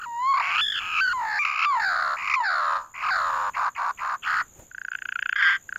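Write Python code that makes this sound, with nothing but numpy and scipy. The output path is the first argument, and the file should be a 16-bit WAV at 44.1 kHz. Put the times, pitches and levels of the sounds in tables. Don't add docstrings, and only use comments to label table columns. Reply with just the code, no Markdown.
import sys
import numpy as np
from scipy import signal
from scipy.fft import rfft, irfft
from scipy.io import wavfile
from scipy.ndimage import uniform_filter1d

SR = 44100
rng = np.random.default_rng(int(sys.argv[2]) if len(sys.argv) > 2 else 0)


def file_out(sig):
    cols = np.atleast_2d(sig).T
    lim = np.clip(cols, -1, 1)
    pcm = np.round(lim * 32767).astype(np.int16)
    wavfile.write(sys.argv[1], SR, pcm)


N = 254898
T = np.arange(N) / SR
NOTE_T = np.arange(700) / 1000


def amp(db):
    return 10 ** (np.asarray(db) / 20)


def unit_rms(x):
    return x / np.sqrt(np.mean(x ** 2) + 1e-20)


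def curves(rows):
    times, *columns = np.transpose(rows)
    return [np.interp(T, np.sort(times), c) for c in columns]


def colour(x, points):
    hz, db = np.transpose(points)
    gain_db = np.interp(np.log(np.fft.rfftfreq(N, 1 / SR) + 1), np.log(hz), db)
    return irfft(rfft(x) * amp(gain_db), N)


def wander(hz):
    lowpass = np.exp(-(np.fft.rfftfreq(N, 1 / SR) / hz) ** 2)
    return unit_rms(irfft(rfft(rng.standard_normal(N)) * lowpass, N))


def phase_of(hz):
    return 2 * np.pi * np.cumsum(hz * np.ones(N)) / SR


def bump(at_s, width_s):
    return np.exp(-((T - at_s) / width_s) ** 2)


def steadied(x, size=1500):
    return x / np.sqrt(abs(uniform_filter1d(uniform_filter1d(x ** 2, size), size // 2)) + 1e-9)


# freq_hz, gain_db
THROAT_COLOUR = [(250, -72), (520, -14.5), (720, -5), (3480, 1), (3800, -21), (7000, 2)]
# freq_hz, gain_db
EDGE_COLOUR = [(400, -43.5), (1300, 22.5), (3300, -6.5), (4300, 12), (5200, 9.5), (8000, -14), (10000, -1),
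               (15000, -45.5)]

def pigeon_song(arch=.12, sweep=.27, kick=.09, rattle_hz=380, rattle_bend_rad=.35, ceiling=1.64,
                overtone_db=-20, hiss_db=-27):
    pitch, low_db, high_db, unrest, flutter_hz, lean, rattle_share, edge_db = phrases()
    low, high = amp(low_db), amp(high_db)
    unrest = np.maximum(unrest, 0)
    rasp = unrest * np.maximum(rattle_share, 0)
    flutter = unrest * (1 - .78 * rattle_share)
    beat = phase_of(flutter_hz * (1 + .2 * wander(50)))
    rattle = phase_of(rattle_hz * (1 + .17 * wander(140)))
    surge_db, leap = pressure_surges()
    flutter_bend = flutter * (arch * (np.cos(beat) - .45) + sweep * lean * np.sin(beat))
    bend = flutter_bend + kick * leap * np.sqrt(unrest) + .0048 * wander(63)
    shake = rasp * (rattle_bend_rad * np.sin(rattle) + wander(210))
    phase = phase_of(pitch * (1 + bend)) + shake * (low + high) / (low + 2 * high)
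    throb = .75 * np.cos(beat) - .2 * np.cos(2 * beat) + .5 * wander(150)
    push = steadied(np.exp(flutter * throb + rasp * (np.cos(rattle) + np.cos(rattle / 2) / 2)))
    push = steadied(amp(surge_db) * np.tanh(push / ceiling))
    tone = np.sqrt(2) * push * (low * np.cos(phase) + high * np.cos(2 * phase))
    level = np.hypot(low, high) * push + 1e-9
    swing = tone / level / np.sqrt(2)
    overtones = level ** 2 / (level + .05) * (4 * swing ** 3 - 3 * swing) / (1 + 2 * rasp)
    hiss = (.2 + rasp / 2) * level * rng.standard_normal(N)
    edge = amp(edge_db) * (amp(overtone_db) * overtones + amp(hiss_db) * hiss)
    return colour(tone, THROAT_COLOUR) + colour(edge, EDGE_COLOUR)


# time_s, lift_db
SURGES = [(0.019, 3.5), (.04, 1.5), (.343, 4), (.376, 4), (.402, 2), (0.652, 0), (0.667, 5.5), (.685, 9),
          (.704, 10), (0.725, 9), (0.775, 1.5), (1.081, 5.5), (1.117, 2), (1.454, 7.5), (1.801, 5.5),
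          (2.279, 6.5), (2.304, 4), (2.342, 5.5), (2.407, 7), (5.362, 13), (5.427, 6)]

def pressure_surges():
    surge_db = sum(db * (bump(s, .006) - 2.6 * bump(s - .008, .002)) for s, db in SURGES)
    leap = sum(bump(s - .002, .003) - bump(s - .01, .0062) for s, _ in SURGES)
    return surge_db, leap


def phrases(slur_s=.006):
    notes = [whistle(), closing_rasp()] + [fall(*row) for row in FALLS]
    notes += [squeal(*row) for row in SQUEALS] + [bark(*row) for row in BARKS]
    notes.sort(key=lambda rows: rows[0, 0])
    ends = [rows[0, 0] for rows in notes[1:]] + [np.inf]
    sung = np.vstack([rows[rows[:, 0] < end] for rows, end in zip(notes, ends)])
    return [uniform_filter1d(c, round(slur_s * SR)) for c in curves(sung)]


def note(start_s, pitch_hz, low_db, high_db, unrest, manner):
    return np.column_stack(np.broadcast_arrays(start_s + NOTE_T, pitch_hz, low_db, high_db, unrest, *manner))


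# flutter_hz, lean (- falls, + rises), rattle_share, edge_db
WHISTLE_MANNER = (48, -1, .72, -1.5)
# time_s, pitch_hz, level_db
WHISTLE = [(0.06, 970, -32), (0.096, 941, -32.5), (0.178, 947, -27), (0.296, 1108, -18), (0.354, 1075, -19),
           (0.396, 1133, -22), (0.41, 1002, -21)]

def whistle(gain_db=1.5, octave_db=-24, restless_db=22, calm=.02, restless=.593, onset_s=.0869):
    times, hz, db = np.transpose(WHISTLE)
    t = times[0] + NOTE_T
    low_db = np.interp(t, times, db) + gain_db
    unrest = np.interp(t, [times[-1] - onset_s, times[-1]], [calm, restless])
    high_db = low_db + octave_db + restless_db * unrest
    return note(times[0], np.interp(t, times, hz), low_db, high_db, unrest, WHISTLE_MANNER)


GURGLE_MANNER = (80, .99, .5, 3.86)
BREAK_HZ, BREAK_WIDTH_HZ = 880, 18
LOCK_HZ, LOCK_WIDTH_HZ, LOCK_SHARE = 1552, 69.5, .703
# start_s, length_s, first_hz, last_hz, glide_s, first_db, last_db,
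# first_unrest, last_unrest, fade_s
FALLS = [(0.0, 0.045, 1400, 1240, 0.054, -36.5, -30.5, 0.43, 0.48, .05),
         (1.008, 0.12, 1544, 1393, 0.093, -19, -22, 0.02, 0.36, .05),
         (1.132, .255, 1049, 826.5, .09, -24.5, -19.5, 0, .6, .05),
         (1.657, 0.48, 1184, 576.7, .15, -18.5, -20.5, 0.02, 0.79, 0.11),
         (2.361, 0.4, 1052, 540.5, .11, -20, -18.5, .1, 0.74, 0.14),
         (3.029, .08, 1220, 1033, 0.1, -24, -20.5, 0.8, 0.6, .05),
         (3.106, 0.391, 780.5, 519, .09, -19, -20.5, 0.9, .7, 0.011)]

def fall(start_s, length_s, first_hz, last_hz, glide_s, first_db, last_db, first_unrest, last_unrest,
         fade_s, octave_db=-25, restless_db=16, gurgle_low_db=-13.5, gurgle_high_db=-3.4, fade_db=-30):
    pitch = last_hz + (first_hz - last_hz) / (1 + (NOTE_T / glide_s) ** 2)
    gurgle = (1 + np.tanh((BREAK_HZ - pitch) / BREAK_WIDTH_HZ / 2)) / 2
    unrest = last_unrest + (first_unrest - last_unrest) * np.exp(-(NOTE_T / glide_s / .93) ** 2)
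    unrest *= 1 - LOCK_SHARE * np.exp(-((2 * pitch - LOCK_HZ) / LOCK_WIDTH_HZ) ** 2)
    level_db = np.interp(NOTE_T, [0, length_s], [first_db, last_db])
    level_db += fade_db * np.maximum(NOTE_T - length_s, 0) / fade_s
    high_db = level_db + (1 - gurgle) * (octave_db + restless_db * unrest) + gurgle * gurgle_high_db
    manner = [a + (b - a) * gurgle for a, b in zip(WHISTLE_MANNER, GURGLE_MANNER)]
    return note(start_s, pitch, level_db + gurgle * gurgle_low_db, high_db, unrest, manner)


# start_s, length_s, first_hz, last_hz, first_db, middle_db, last_db,
# clean_s, last_unrest, rattle_share
SQUEALS = [(.418, 0.21, 1118, 1530, -29, -27, -22.5, 0.0013, 0.8, .95),
           (.612, .188, 1740, 1520, -23.5, -28.5, -29.5, 0.12, 1, .45),
           (.8, .214, 1288, 1270, -35, -32, -20.5, 0.0024, 0.45, .85),
           (1.39, 0.31, 1185, 1340, -22, -31, -19, .06, 0.88, .45),
           (2.168, 0.1967, 1149, 1130, -35.5, -30, -20, 0.003, 0.3, .5),
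           (2.94, 0.099, 1100, 1200, -41, -36.5, -32, 0.0016, 1, 0.66)]

def squeal(start_s, length_s, first_hz, last_hz, first_db, middle_db, last_db, clean_s, last_unrest,
           rattle_share, clean_low_db=-14, rough_low_db=-.2, edge_db=-1):
    progress = np.minimum(NOTE_T / length_s, 1)
    pitch = first_hz + (last_hz - first_hz) * progress ** 3
    settling = 1 + (last_unrest - 1) * progress ** 3
    unrest = (1 - np.exp(-(NOTE_T / clean_s) ** 2)) * settling
    high_db = np.interp(progress, [0, .5, 1], [first_db, middle_db, last_db])
    low_db = high_db + clean_low_db + (rough_low_db - clean_low_db) * unrest
    flutter_hz, lean = 70 + 18 * rattle_share, .98 * (2 * progress - 1)
    manner = flutter_hz, lean, rattle_share * settling, edge_db
    return note(start_s, pitch, low_db, high_db, unrest, manner)


BARK_MANNER = (66.5, .85, .7345, -1)
# length_share, pitch_factor, fundamental_db, octave_db
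BARK_SHAPE = [(-.09, 1.15, -29, -24), (.03, 0.91, -11.5, -7), (0.202, 1, 3.5, -17.5), (0.982, 1, 5, -24),
              (1.1, 1, -23, -54), (1.248, 1.2, -62, -63)]
# start_s, length_s, pitch_hz, level_db
BARKS = [(3.546, 0.143, 1107, -25), (3.761, 0.15, 1088, -26.5), (3.988, 0.1677, 1150, -28.5),
         (4.237, .18, 1390, -25.5)]

def bark(start_s, length_s, pitch_hz, level_db):
    shares, *shape = np.transpose(BARK_SHAPE)
    factor, low_db, high_db = [np.interp(shares[0] + NOTE_T / length_s, shares, c) for c in shape]
    onset_s = start_s + shares[0] * length_s
    return note(onset_s, pitch_hz * factor, level_db + low_db, level_db + high_db, 1, BARK_MANNER)


RASP_MANNER = (210, 1.7, 1.26, -6.5)
# time_s, pitch_hz, fundamental_db, octave_db, unrest
RASP = [(5.332, 1615, -66, -61.5, 1), (5.363, 1602, -22.5, -39, 0.55), (5.473, 1601, -14.5, -31, 0.64),
        (5.562, 1585, -23.5, -39.5, 0.78), (5.611, 1520, -89, -100, 0.2)]

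def closing_rasp():
    times, *shape = np.transpose(RASP)
    return note(times[0], *[np.interp(times[0] + NOTE_T, times, c) for c in shape], RASP_MANNER)


# start_s, count, first_db, last_db
TICK_RUNS = [(4.7102, 8, -35.5, -19), (4.93, 1, -26, -28), (4.984, 11, -30.5, -14), (5.688, 3, -25, -19)]

def tick_runs(gap_s=.034, swell_power=.35):
    return [(start_s + k * gap_s, first_db + (last_db - first_db) * progress ** swell_power)
            for start_s, count, first_db, last_db in TICK_RUNS
            for k, progress in enumerate(np.linspace(0, 1, round(count)))]


# time_s, snap_db
TICK_SNAP = [(4.91, -22.5), (4.93, -11.5), (5.33, -11.5), (5.69, -23.5)]

def pigeon_ticks(pitch_hz=1560, sag=.069, delay_s=.00445, rise_s=.00094, ring_s=.0032,
                 gain_db=3, third_db=-19):
    track = np.zeros(N + SR)
    t = np.arange(1100) / SR - delay_s
    for start_s, db in tick_runs():
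        detune, ring_phase, snap_phase, stretch = rng.standard_normal(4)
        hz = pitch_hz * (1 + .034 * detune - sag * np.tanh(t / ring_s))
        phase = 2 * np.pi * np.cumsum(hz) / SR
        swell = np.exp(-(t / np.where(t < 0, rise_s, ring_s * np.exp(.2 * stretch))) ** 2)
        ring = swell * (np.cos(phase + ring_phase) + amp(third_db) * swell * np.cos(3 * phase))
        ragged = 1.84 * np.sin(phase / 4 + 2 * stretch)
        snap = np.exp(-((t + .0001) / .003) ** 2) * np.cos(1.4 * phase + snap_phase + ragged)
        snap_db = np.interp(start_s, *np.transpose(TICK_SNAP))
        track[round(start_s * SR):][:len(t)] += amp(db + gain_db) * (ring + amp(snap_db) * snap)
    return colour(track[:N], THROAT_COLOUR)


def bushes(bird, wet_db=-24, t60_s=.16):
    t = np.arange(SR // 2) / SR
    taps = rng.standard_normal(len(t)) * (rng.random(len(t)) < .05)
    taps *= (t > .004) * amp(-60 * t / t60_s)
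    return bird + amp(wet_db) * signal.fftconvolve(bird, taps / np.linalg.norm(taps))[:N]


def cricket(pitch_hz=7010, level_db=-48, octave_db=-17, stroke_hz=71, chirp_hz=16.7, change_s=3.49):
    chirp = (1 + np.cos(phase_of(chirp_hz))) / 2
    trill = 1 / (1 + np.exp(-5 * (wander(9) + .6)))
    gate = np.where(T < change_s, trill, .25 + chirp)
    slide = (T > change_s) * .14 * (1 - chirp) ** 2
    phase = phase_of(pitch_hz * (1 + .0025 * wander(87) - slide))
    strokes = np.cos(phase_of(stroke_hz * (1 + .037 * wander(20))) / 2) ** 4
    return amp(level_db) * gate * strokes * (np.cos(phase) + amp(octave_db) * np.cos(2 * phase))


# freq_hz, gain_db
AIR_COLOUR = [(70, 2), (400, -8.5), (3500, -20), (5600, -35), (6500, -4.5), (7200, -4), (7900, -25),
              (11500, -30), (13500, -14.5), (15000, -63)]

def scrub_air(level_db=-56):
    return amp(level_db + 3.6 * wander(3.8)) * unit_rms(colour(rng.standard_normal(N), AIR_COLOUR))


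# freq_hz, gain_db
LEAF_COLOUR = [(50, -3), (200, -13), (600, -10), (1100, -21.5), (4000, -38), (14000, -34)]

def leaf_rustle(at_s=4.605, width_s=.045, level_db=-50):
    leaves = unit_rms(colour(rng.standard_normal(N), LEAF_COLOUR))
    return amp(level_db + 3 * wander(50)) * bump(at_s, width_s) * leaves


def scene():
    return (bushes(pigeon_song() + pigeon_ticks()) + cricket() + scrub_air() + leaf_rustle())[None]


def record(dry, cutoff_hz=15600):
    lowpass = signal.firwin(511, cutoff_hz, window=("kaiser", 9), fs=SR)
    return signal.oaconvolve(dry, lowpass[None], "same")


dry = scene()
out = record(dry)
file_out(out)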